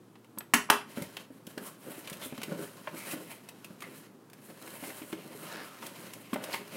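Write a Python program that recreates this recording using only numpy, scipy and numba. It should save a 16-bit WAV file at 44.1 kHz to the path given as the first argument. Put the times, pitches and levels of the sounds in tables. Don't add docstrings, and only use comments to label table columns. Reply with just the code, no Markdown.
import sys
import numpy as np
from scipy import signal
from scipy.fft import rfft, irfft
from scipy.io import wavfile
from scipy.ndimage import uniform_filter1d
from numba import njit

SR = 44100
rng = np.random.default_rng(int(sys.argv[2]) if len(sys.argv) > 2 else 0)


def master(y):
    cut = np.clip(np.atleast_2d(y).T, -1, 1)
    pcm = np.round(cut * 32767)
    wavfile.write(sys.argv[1], SR, pcm.astype(np.int16))


N = 298116
TIME = np.arange(N) / SR
RING = TIME[:SR // 2]


def undb(db):
    return 10 ** (np.asarray(db) / 20)


def unit(x):
    return x / np.sqrt(np.mean(x ** 2))


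def hit_level(x, db, size=220):
    return x * undb(db) / np.sqrt(np.mean(x[:size] ** 2))


def add(track, start_s, x):
    i = max(int(start_s * SR), 0)
    track[i:i + len(x)] += x[:max(N - i, 0)]


def on_log_axis(hz, points):
    point_hz, value = np.transpose(points)
    return np.interp(np.log(hz + 1), np.log(point_hz), value)


def colour(x, points, extra_db=lambda hz: 0, size=4096):
    hz = np.fft.rfftfreq(size, 1 / SR) + 1
    cepstrum = irfft(np.log(undb(on_log_axis(hz, points) + extra_db(hz))))
    cepstrum[1:size // 2] *= 2
    cepstrum[size // 2 + 1:] = 0
    response = irfft(np.exp(rfft(cepstrum)))
    return signal.fftconvolve(x, response)[:len(x)]


def fade(t60_s):
    return np.exp(-np.log(1000) * RING / max(t60_s, 1 / SR))


def ring(modes):
    return sum(undb(db) * fade(t60_s) * np.sin(2 * np.pi * (hz * RING + rng.random()))
               for hz, db, t60_s in modes)


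def crack(t60_s, edge):
    x = rng.standard_normal(len(RING)) * fade(t60_s)
    x[0] += edge
    return x


def walk(rate_hz):
    step = max(int(SR / rate_hz), 2)
    levels = np.repeat(rng.standard_normal(N // step + 1), step)
    return unit(uniform_filter1d(levels, step)[:N])


def slips(rate_hz, spread_db, flutter_db, flutter_hz):
    sizes = undb(spread_db * np.minimum(rng.exponential(size=N), 5))
    clicks = (rng.random(N) < rate_hz / SR) * sizes * rng.choice([-1, 1], N)
    return clicks * undb(flutter_db * walk(flutter_hz))


@njit
def resonance(x, hz, width):
    y, band, low = np.empty(len(x)), 0., 0.
    for i in range(len(x)):
        g = np.tan(np.pi * hz[i] / SR)
        v = (band + g * (x[i] - low)) / (1 + g * (g + width))
        band, low, y[i] = 2 * v - band, low + 2 * g * v, width * v
    return y


def patch(hz, patch_hz, treble_db, peak_db, octaves, treble_hz=4500):
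    peak = peak_db / (1 + (np.log2(hz / patch_hz) / octaves) ** 2)
    shelf = treble_db / (1 + (treble_hz / hz) ** 4)
    return peak + shelf


RUB_RISE_SHARE, RUB_ROUNDNESS = 0.59, 1.05


def rub(peak_s, length_s):
    rise = np.clip(RUB_RISE_SHARE, .1, .9)
    away = np.where(TIME < peak_s, (peak_s - TIME) / rise, (TIME - peak_s) / (1 - rise)) / length_s
    return np.exp(-np.minimum(away, 5) ** RUB_ROUNDNESS)


def stroke(length_s, taper):
    return signal.windows.tukey(int(length_s * SR), taper)


# time in seconds, level in dB before the hold offsets.
HOLD_CURVES = [
    [(0.88, -55), (1.086, -55), (1.192, -57.5), (1.25, -62)],
    [(1.47, -64.5), (1.76, -54.5)],
    [(1.82, -55), (2.31, -54.5), (3.21, -54), (3.33, -61), (4.07, -62.5)],
    [(4.33, -65), (4.81, -54.5), (6.4, -56.5), (6.51, -52), (6.76, -54.5)],
]
# fastest moment in seconds, length in seconds, rasp in dB, film hiss over rasp in dB.
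RUBS = [(0.98, 0.04, -47, -1), (1.028, 0.073, -49.5, -1.5), (1.209, 0.063, -53, -6),
        (1.363, 0.084, -63.5, -0.5), (1.504, 0.047, -56, 0), (1.671, 0.055, -49.5, 5.5),
        (1.905, .11, -55.5, 6), (1.993, 0.037, -57, 8.5), (2.083, 0.075, -50, -4), (2.142, 0.057, -52, 0),
        (2.226, 0.027, -44.5, -6), (2.255, 0.042, -50.5, 7.5), (2.516, 0.15, -54.5, -3),
        (2.63, 0.078, -48, 0.5), (2.987, 0.041, -48.5, 5.5), (3.077, .07, -47, 2), (3.123, 0.046, -42.5, 3),
        (3.222, 0.076, -53.5, 0.5), (3.318, 0.072, -50, 1.5), (3.825, 0.021, -53, 2),
        (3.966, 0.13, -56.5, 1), (4.041, 0.043, -57, -8.5), (4.456, 0.063, -60, 4), (4.498, 0.062, -56, 1),
        (4.663, 0.13, -53.5, -1), (4.757, 0.068, -50, 5), (4.872, 0.071, -47.5, 3), (4.982, 0.19, -52.5, 3),
        (5.105, 0.046, -60, 9.5), (5.433, 0.15, -56.5, 6.5), (5.522, 0.14, -46.5, -8),
        (5.65, .05, -57.5, 5), (5.852, 0.071, -49.5, -4), (5.99, 0.083, -53, -7), (6.062, 0.21, -53, -2.5),
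        (6.155, 0.061, -56, 0), (6.216, 0.039, -61, 8.5), (6.342, 0.0097, -46, 7.5), (6.445, 0.04, -49, 1),
        (6.546, 0.071, -41.5, -2.5), (6.76, 0.078, -45, -3.5)]
# start in seconds, length in seconds, drag level in dB.
PUSHES = [(0.975, 0.046, -42.5), (1.59, 0.066, -53), (1.84, .08, -52), (2.448, 0.22, -42.5),
          (2.903, .07, -50), (3.036, .19, -49), (3.855, 0.042, -48), (4.473, 0.067, -53.5),
          (4.623, 0.063, -51), (4.82, 0.1, -49.5), (5.015, 0.052, -52), (5.11, 0.34, -51),
          (5.49, .17, -50.5), (5.8, 0.061, -49), (5.972, .15, -51), (6.342, 0.11, -51.5), (6.51, 0.14, -51)]
HOLD_RASP_DB, HOLD_HISS_DB, LET_GO_S = -3, -6.5, 0.048
PUSH_TAPER, DRAG_BELOW_RASP_DB = 0.57, -4.5


def handling():
    hold = sum(undb(np.interp(TIME, *np.transpose(curve), left=-120, right=-120)) for curve in HOLD_CURVES)
    hold = uniform_filter1d(hold, int(LET_GO_S * SR))
    rasp = (hold * undb(HOLD_RASP_DB)) ** 2
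    hiss = (hold * undb(HOLD_HISS_DB)) ** 2
    for peak_s, length_s, db, film_db in RUBS:
        power = (rub(peak_s, length_s) * undb(db)) ** 2
        rasp = rasp + power
        hiss = hiss + power * undb(film_db) ** 2
    drag = rasp * undb(DRAG_BELOW_RASP_DB) ** 2
    for start_s, length_s, db in PUSHES:
        add(drag, start_s, (stroke(length_s, PUSH_TAPER) * undb(db)) ** 2)
    return np.sqrt([drag, rasp, hiss])


# frequency in Hz, relative density in dB.
DRAG_COLOUR = [(50, -23), (100, -24), (160, 0.5), (270, 0.5), (400, -5.5), (580, -5), (800, -24),
               (1500, -16.5), (4000, -58.5)]
# frequency in Hz, relative density in dB.
RASP_COLOUR = [(300, -26), (600, 6.5), (810, -4), (1000, 2), (1600, -6), (2200, -4.5), (3100, -1),
               (3600, -6.5), (4100, -3.5), (5200, -4.5), (7000, -5), (16000, -47)]
# frequency in Hz, relative density in dB.
HISS_COLOUR = [(1500, -15.5), (4000, -10), (6500, -3), (8500, 1), (10000, 2.5), (12500, 1), (14500, -2.5),
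               (16000, -5)]


def sliding(drag_gain, rasp_gain, hiss_gain, rasp_hz=1900, wander_octaves=0.21, rasp_width=0.33, focus_db=-6):
    drag = unit(colour(slips(1500, 1.7, 4.0, 45), DRAG_COLOUR))
    crinkle = slips(4000, 1.0, 2.0, 70)
    rasp = unit(colour(crinkle, RASP_COLOUR))
    centre_hz = np.clip(rasp_hz * 2 ** (wander_octaves * walk(14)), 600, 6000)
    focus = unit(resonance(rasp, centre_hz, float(rasp_width)))
    rasp = unit(rasp + undb(focus_db) * focus)
    film = unit(crinkle) + unit(slips(16000, 0.6, 2.06, 40))
    hiss = unit(colour(film, HISS_COLOUR))
    return drag * drag_gain + rasp * rasp_gain + hiss * hiss_gain


# start in seconds, level in dB before the box, patch pitch in Hz, treble shelf in dB.
TICKS = [(0.155, -56, 860, -22), (0.245, -58.5, 1000, -10), (0.375, -46, 1103, -29.5),
         (0.405, -43.5, 950, -25), (1.021, -39.5, 2060, 3), (1.168, -36.5, 3040, -8), (1.468, -45, 3130, 6),
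         (1.578, -38.5, 1480, -9.5), (2.074, -40, 2720, -8), (2.098, -39.5, 1700, 4),
         (2.129, -41, 2780, -1), (2.214, -52, 2800, -1), (2.324, -48.5, 720, -27), (2.378, -42.5, 1050, -8),
         (2.416, -40.5, 2400, -8), (2.432, -34.5, 2530, 0), (2.872, -36, 1030, -57),
         (2.876, -41, 2400, -38), (3.488, -43, 2710, 0), (3.645, -43, 2480, 0.5), (3.805, -47.5, 2390, -1),
         (3.822, -41.5, 1190, -9.5), (4.299, -56, 1710, 1), (4.332, -50, 1640, 1), (4.675, -48, 2080, -35),
         (4.837, -42.5, 2130, -24), (4.902, -43, 2190, -16), (5.019, -48, 2440, -15),
         (5.127, -41, 2050, -19), (5.825, -47, 1100, -13), (5.866, -40.5, 3320, 9), (6.135, -41.5, 2140, 2),
         (6.331, -34, 1140, -17.5), (6.342, -38, 2140, -13), (6.360, -36.5, 869, -35),
         (6.439, -38, 3000, 4), (6.539, -37, 2900, -7), (6.677, -51, 2000, 2)]
# frequency in Hz, relative density in dB.
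TICK_COLOUR = [(100, -6.5), (500, 1.5), (1000, 1), (3000, 1), (4000, 1), (6000, -0.5), (8000, 0),
               (11000, 1), (16000, -4.5)]


def ticks(t60_s=0.04, buckle_s=0.00022, patch_db=9, patch_octaves=0.24):
    out = np.zeros(N)
    for start_s, db, patch_hz, treble_db in TICKS:
        burst = crack(t60_s, 0) * (1 - np.exp(-RING / buckle_s))
        flex = lambda hz: patch(hz, patch_hz, treble_db, patch_db, patch_octaves)
        add(out, start_s, hit_level(colour(burst, TICK_COLOUR, flex), db))
    return out


def crinkles(rasp_gain, rate_hz=120, spread_db=2.5, below_rasp_db=-8, crease_t60_s=0.012):
    flips = signal.fftconvolve(slips(rate_hz, spread_db, 1.9, 5.9), crack(crease_t60_s, 2.1))[:N]
    return unit(colour(flips, TICK_COLOUR)) * rasp_gain * undb(below_rasp_db)


# start in seconds, length in seconds, level in dB before the box,
# patch pitch in Hz, treble shelf in dB.
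SCRAPES = [(1.645, 0.06, -54, 1160, -5), (2.211, 0.047, -48.5, 3420, -16), (2.953, 0.14, -50, 2260, 0),
           (3.107, 0.017, -42.5, 2600, 4), (3.816, 0.045, -49.5, 2000, -22), (4.84, 0.065, -51, 2120, 3),
           (5.119, 0.015, -49.5, 2280, 1), (5.364, 0.45, -57, 1260, -8), (5.49, 0.15, -55, 1730, -21),
           (5.5, 0.17, -57, 5160, -21), (5.819, .022, -47.5, 1110, -10), (6.365, 0.18, -50.5, 596, -27),
           (6.527, 0.01, -39.5, 4330, -4), (6.536, 0.012, -36, 2140, -19), (6.537, 0.02, -42, 1070, -19)]


def scrapes(patch_db=16, patch_octaves=0.22, taper=0.26):
    out, catches = np.zeros(N), slips(3000, 3.0, 1.04, 120)
    for start_s, length_s, db, patch_hz, treble_db in SCRAPES:
        count = int(length_s * SR)
        speed = np.pad(stroke(length_s, taper), (0, len(RING) - count))
        run = speed * np.roll(catches, -int(start_s * SR))[:len(RING)]
        flex = lambda hz: patch(hz, patch_hz, treble_db, patch_db, patch_octaves)
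        add(out, start_s, hit_level(colour(run, TICK_COLOUR, flex), db, size=count))
    return out


# start in seconds, level in dB before the box resonances, pitch in Hz.
BUMPS = [(0.372, -46, 215), (0.973, -34, 245), (1.016, -36.5, 174), (1.304, -45.5, 275), (1.471, -43, 203),
         (1.575, -37.5, 277), (1.979, -46, 322), (2.115, -41.5, 176), (2.259, -42, 266),
         (2.324, -38.5, 254), (2.382, -40.5, 232), (2.481, -41.5, 277), (2.591, -41.5, 403),
         (2.875, -41, 618), (3.135, -36.5, 300), (3.704, -46, 190), (4.826, -41.5, 268), (5.017, -41, 293),
         (5.128, -34.5, 326), (5.349, -47, 428), (6.33, -29, 257), (6.358, -35.5, 600), (6.488, -41.5, 597)]


def bumps(t60_s=0.05, push_s=0.00092, rattle_db=-5):
    out = np.zeros(N)
    for start_s, db, hz in BUMPS:
        boom = np.sin(2 * np.pi * hz * RING) * fade(t60_s) * (1 - np.exp(-RING / push_s))
        shudder = colour(crack(t60_s, 1.9), DRAG_COLOUR)
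        blow = hit_level(boom, 0, size=660) + hit_level(shudder, rattle_db, size=660)
        add(out, start_s, hit_level(blow, db, size=440))
    return out


# frequency in Hz, width in Hz, lift in dB.
BOX_MODES = [(250, 12, 1.5), (402, 15, 8.5), (579, 70, 4.5), (760, 18, 8), (918, 36, 6), (1037, 56, 2),
             (1340, 19, 3), (1480, 41, 3.5), (2130, 43, 1.5), (2600, 130, 1.5), (3130, 140, 1.5)]


def box(x):
    return x + sum((undb(db) - 1) * signal.lfilter(*signal.iirpeak(hz, hz / width_hz, fs=SR), x)
                   for hz, width_hz, db in BOX_MODES)


# start in seconds, crack level in dB, bass shelf in dB,
# treble shelf in dB, crack t60 in seconds.
SNAPS = [(0.5369, -16.5, 3, 0, 0.026), (0.5396, -15.5, 8.5, 3.5, 0.036), (0.546, -32, -6, -19, 0.018),
         (0.587, -45, 38, -9, 0.019), (0.689, -39, 9, -76, 0.16), (0.7005, -13, -2.5, -4.5, 0.033),
         (0.7038, -16.5, 1, 3, 0.0071), (0.714, -38, 5.5, -31, 0.0098), (0.7255, -24, 6.5, -26, 0.045),
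         (0.812, -44, 0, -27, 0.05)]
# frequency in Hz, relative level in dB, t60 in seconds.
DESK_MODES = [(243, -1, .22), (285, -4, .22), (412, -3, .28), (595, -8, .18), (775, -8, .18),
              (892, -1, .16), (976, -2, .12), (1054, -1, .12), (1093, -1, .16), (1418, 1, .16),
              (1453, 1, .15), (1511, -2, .19), (1674, -2, .17), (1824, -5, .15), (1921, -3, .15),
              (2170, -3, .15), (2658, -6, .17), (2918, -8, .15), (4010, -13, .17), (5803, -11, .18)]
# frequency in Hz, relative density in dB.
SNAP_COLOUR = [(40, -14), (120, -28.5), (230, 0.5), (400, -17.5), (700, -5.5), (1050, 0.5), (1500, -2),
               (2000, -5.5), (3000, -7.5), (4000, -13.5), (7000, -15), (10000, -13.5), (13000, -18),
               (16000, -23)]


def snaps(edge=4, desk_db=-13.5, desk_bass_hz=420, treble_hz=4000):
    cracks, desk = np.zeros(N), np.zeros(N)
    for start_s, db, bass_db, treble_db, t60_s in SNAPS:
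        tilt = lambda hz: bass_db / (1 + (hz / desk_bass_hz) ** 4) + treble_db / (1 + (treble_hz / hz) ** 4)
        modes = [(hz, mode_db + tilt(hz), mode_t60_s) for hz, mode_db, mode_t60_s in DESK_MODES]
        add(cracks, start_s, hit_level(colour(crack(t60_s, edge), SNAP_COLOUR, tilt), db))
        add(desk, start_s, hit_level(ring(modes), db + desk_db, size=880))
    return cracks, desk


# start in seconds, ring level in dB.
CLINKS = [(0.383, -52), (0.3863, -34.5)]
# frequency in Hz, relative level in dB, t60 in seconds.
TOOL_MODES = [(7900, -8, .04), (8150, -15, .03), (8260, -11, .04), (10800, -11, .02), (11600, -6, .016),
              (12800, -3, 0.033), (12700, 4, .014), (15100, -8, .01)]


def clinks(contact_db=-5, contact_t60_s=0.005):
    out = np.zeros(N)
    for start_s, db in CLINKS:
        contact = colour(crack(contact_t60_s, 1.2), HISS_COLOUR)
        add(out, start_s, hit_level(ring(TOOL_MODES), db) + hit_level(contact, db + contact_db))
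    return out


# frequency in Hz, t60 in seconds.
ROOM_T60 = [(150, 0.29), (1000, 0.26), (4000, 0.28), (16000, 0.22)]


def bedroom(first_echo_s=0.0034, build_s=0.0017, treble_loss_db=-2, soft_hz=2500):
    hz = np.fft.rfftfreq(len(RING), 1 / SR)
    noise = rfft(rng.standard_normal(len(RING))) * undb(treble_loss_db * hz ** 2 / (hz ** 2 + soft_hz ** 2))
    octave = np.clip(np.round(np.log2(hz + 1)), 7, 14)
    tail = sum(irfft(noise * (octave == k), len(RING)) * fade(on_log_axis(2 ** k, ROOM_T60))
               for k in np.unique(octave))
    tail = tail * (1 - np.exp(-np.maximum(RING - first_echo_s, 0) / build_s))
    return tail / np.sqrt(np.sum(tail ** 2))


# frequency in Hz, relative density in dB.
QUIET_COLOUR = [(30, -16), (70, -21.5), (95, -44), (125, -1), (200, 2), (400, -2.5), (650, -13.5),
                (1200, -15), (2200, -26), (5000, -30), (16000, -34.5)]
QUIET_DB, HUM_HZ, HUM_DB = -55.5, 114.3, -67.5


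def quiet(waver_db=2.0):
    noise = unit(colour(rng.standard_normal(N), QUIET_COLOUR))
    air = noise * undb(QUIET_DB + 0.91 * walk(2.144))
    hum = np.sqrt(2) * np.sin(2 * np.pi * HUM_HZ * TIME)
    return air + hum * undb(HUM_DB + waver_db * walk(2.2))


def scene(snap_room_db=-7, tick_room_db=-10, clink_room_db=-15, slide_room_db=-8):
    cracks, desk = snaps()
    drag, rasp, hiss = handling()
    sources = [(cracks, snap_room_db), (clinks(), clink_room_db),
               (box(ticks() + bumps() + crinkles(rasp)), tick_room_db),
               (box(sliding(drag, rasp, hiss) + scrapes()), slide_room_db)]
    direct = desk + sum(x for x, _ in sources)
    send = sum(x * undb(room_db) for x, room_db in sources)
    echo = signal.fftconvolve(send, bedroom())[:N]
    return (direct + echo + quiet())[None]


def record(dry, low_cut_hz=100, top_hz=15850):
    thin = signal.sosfilt(signal.butter(2, low_cut_hz, "high", fs=SR, output="sos"), dry)
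    rounded = np.tanh(thin)
    return signal.sosfilt(signal.ellip(12, .1, 75, top_hz, fs=SR, output="sos"), rounded)


dry = scene()
out = record(dry)
master(out)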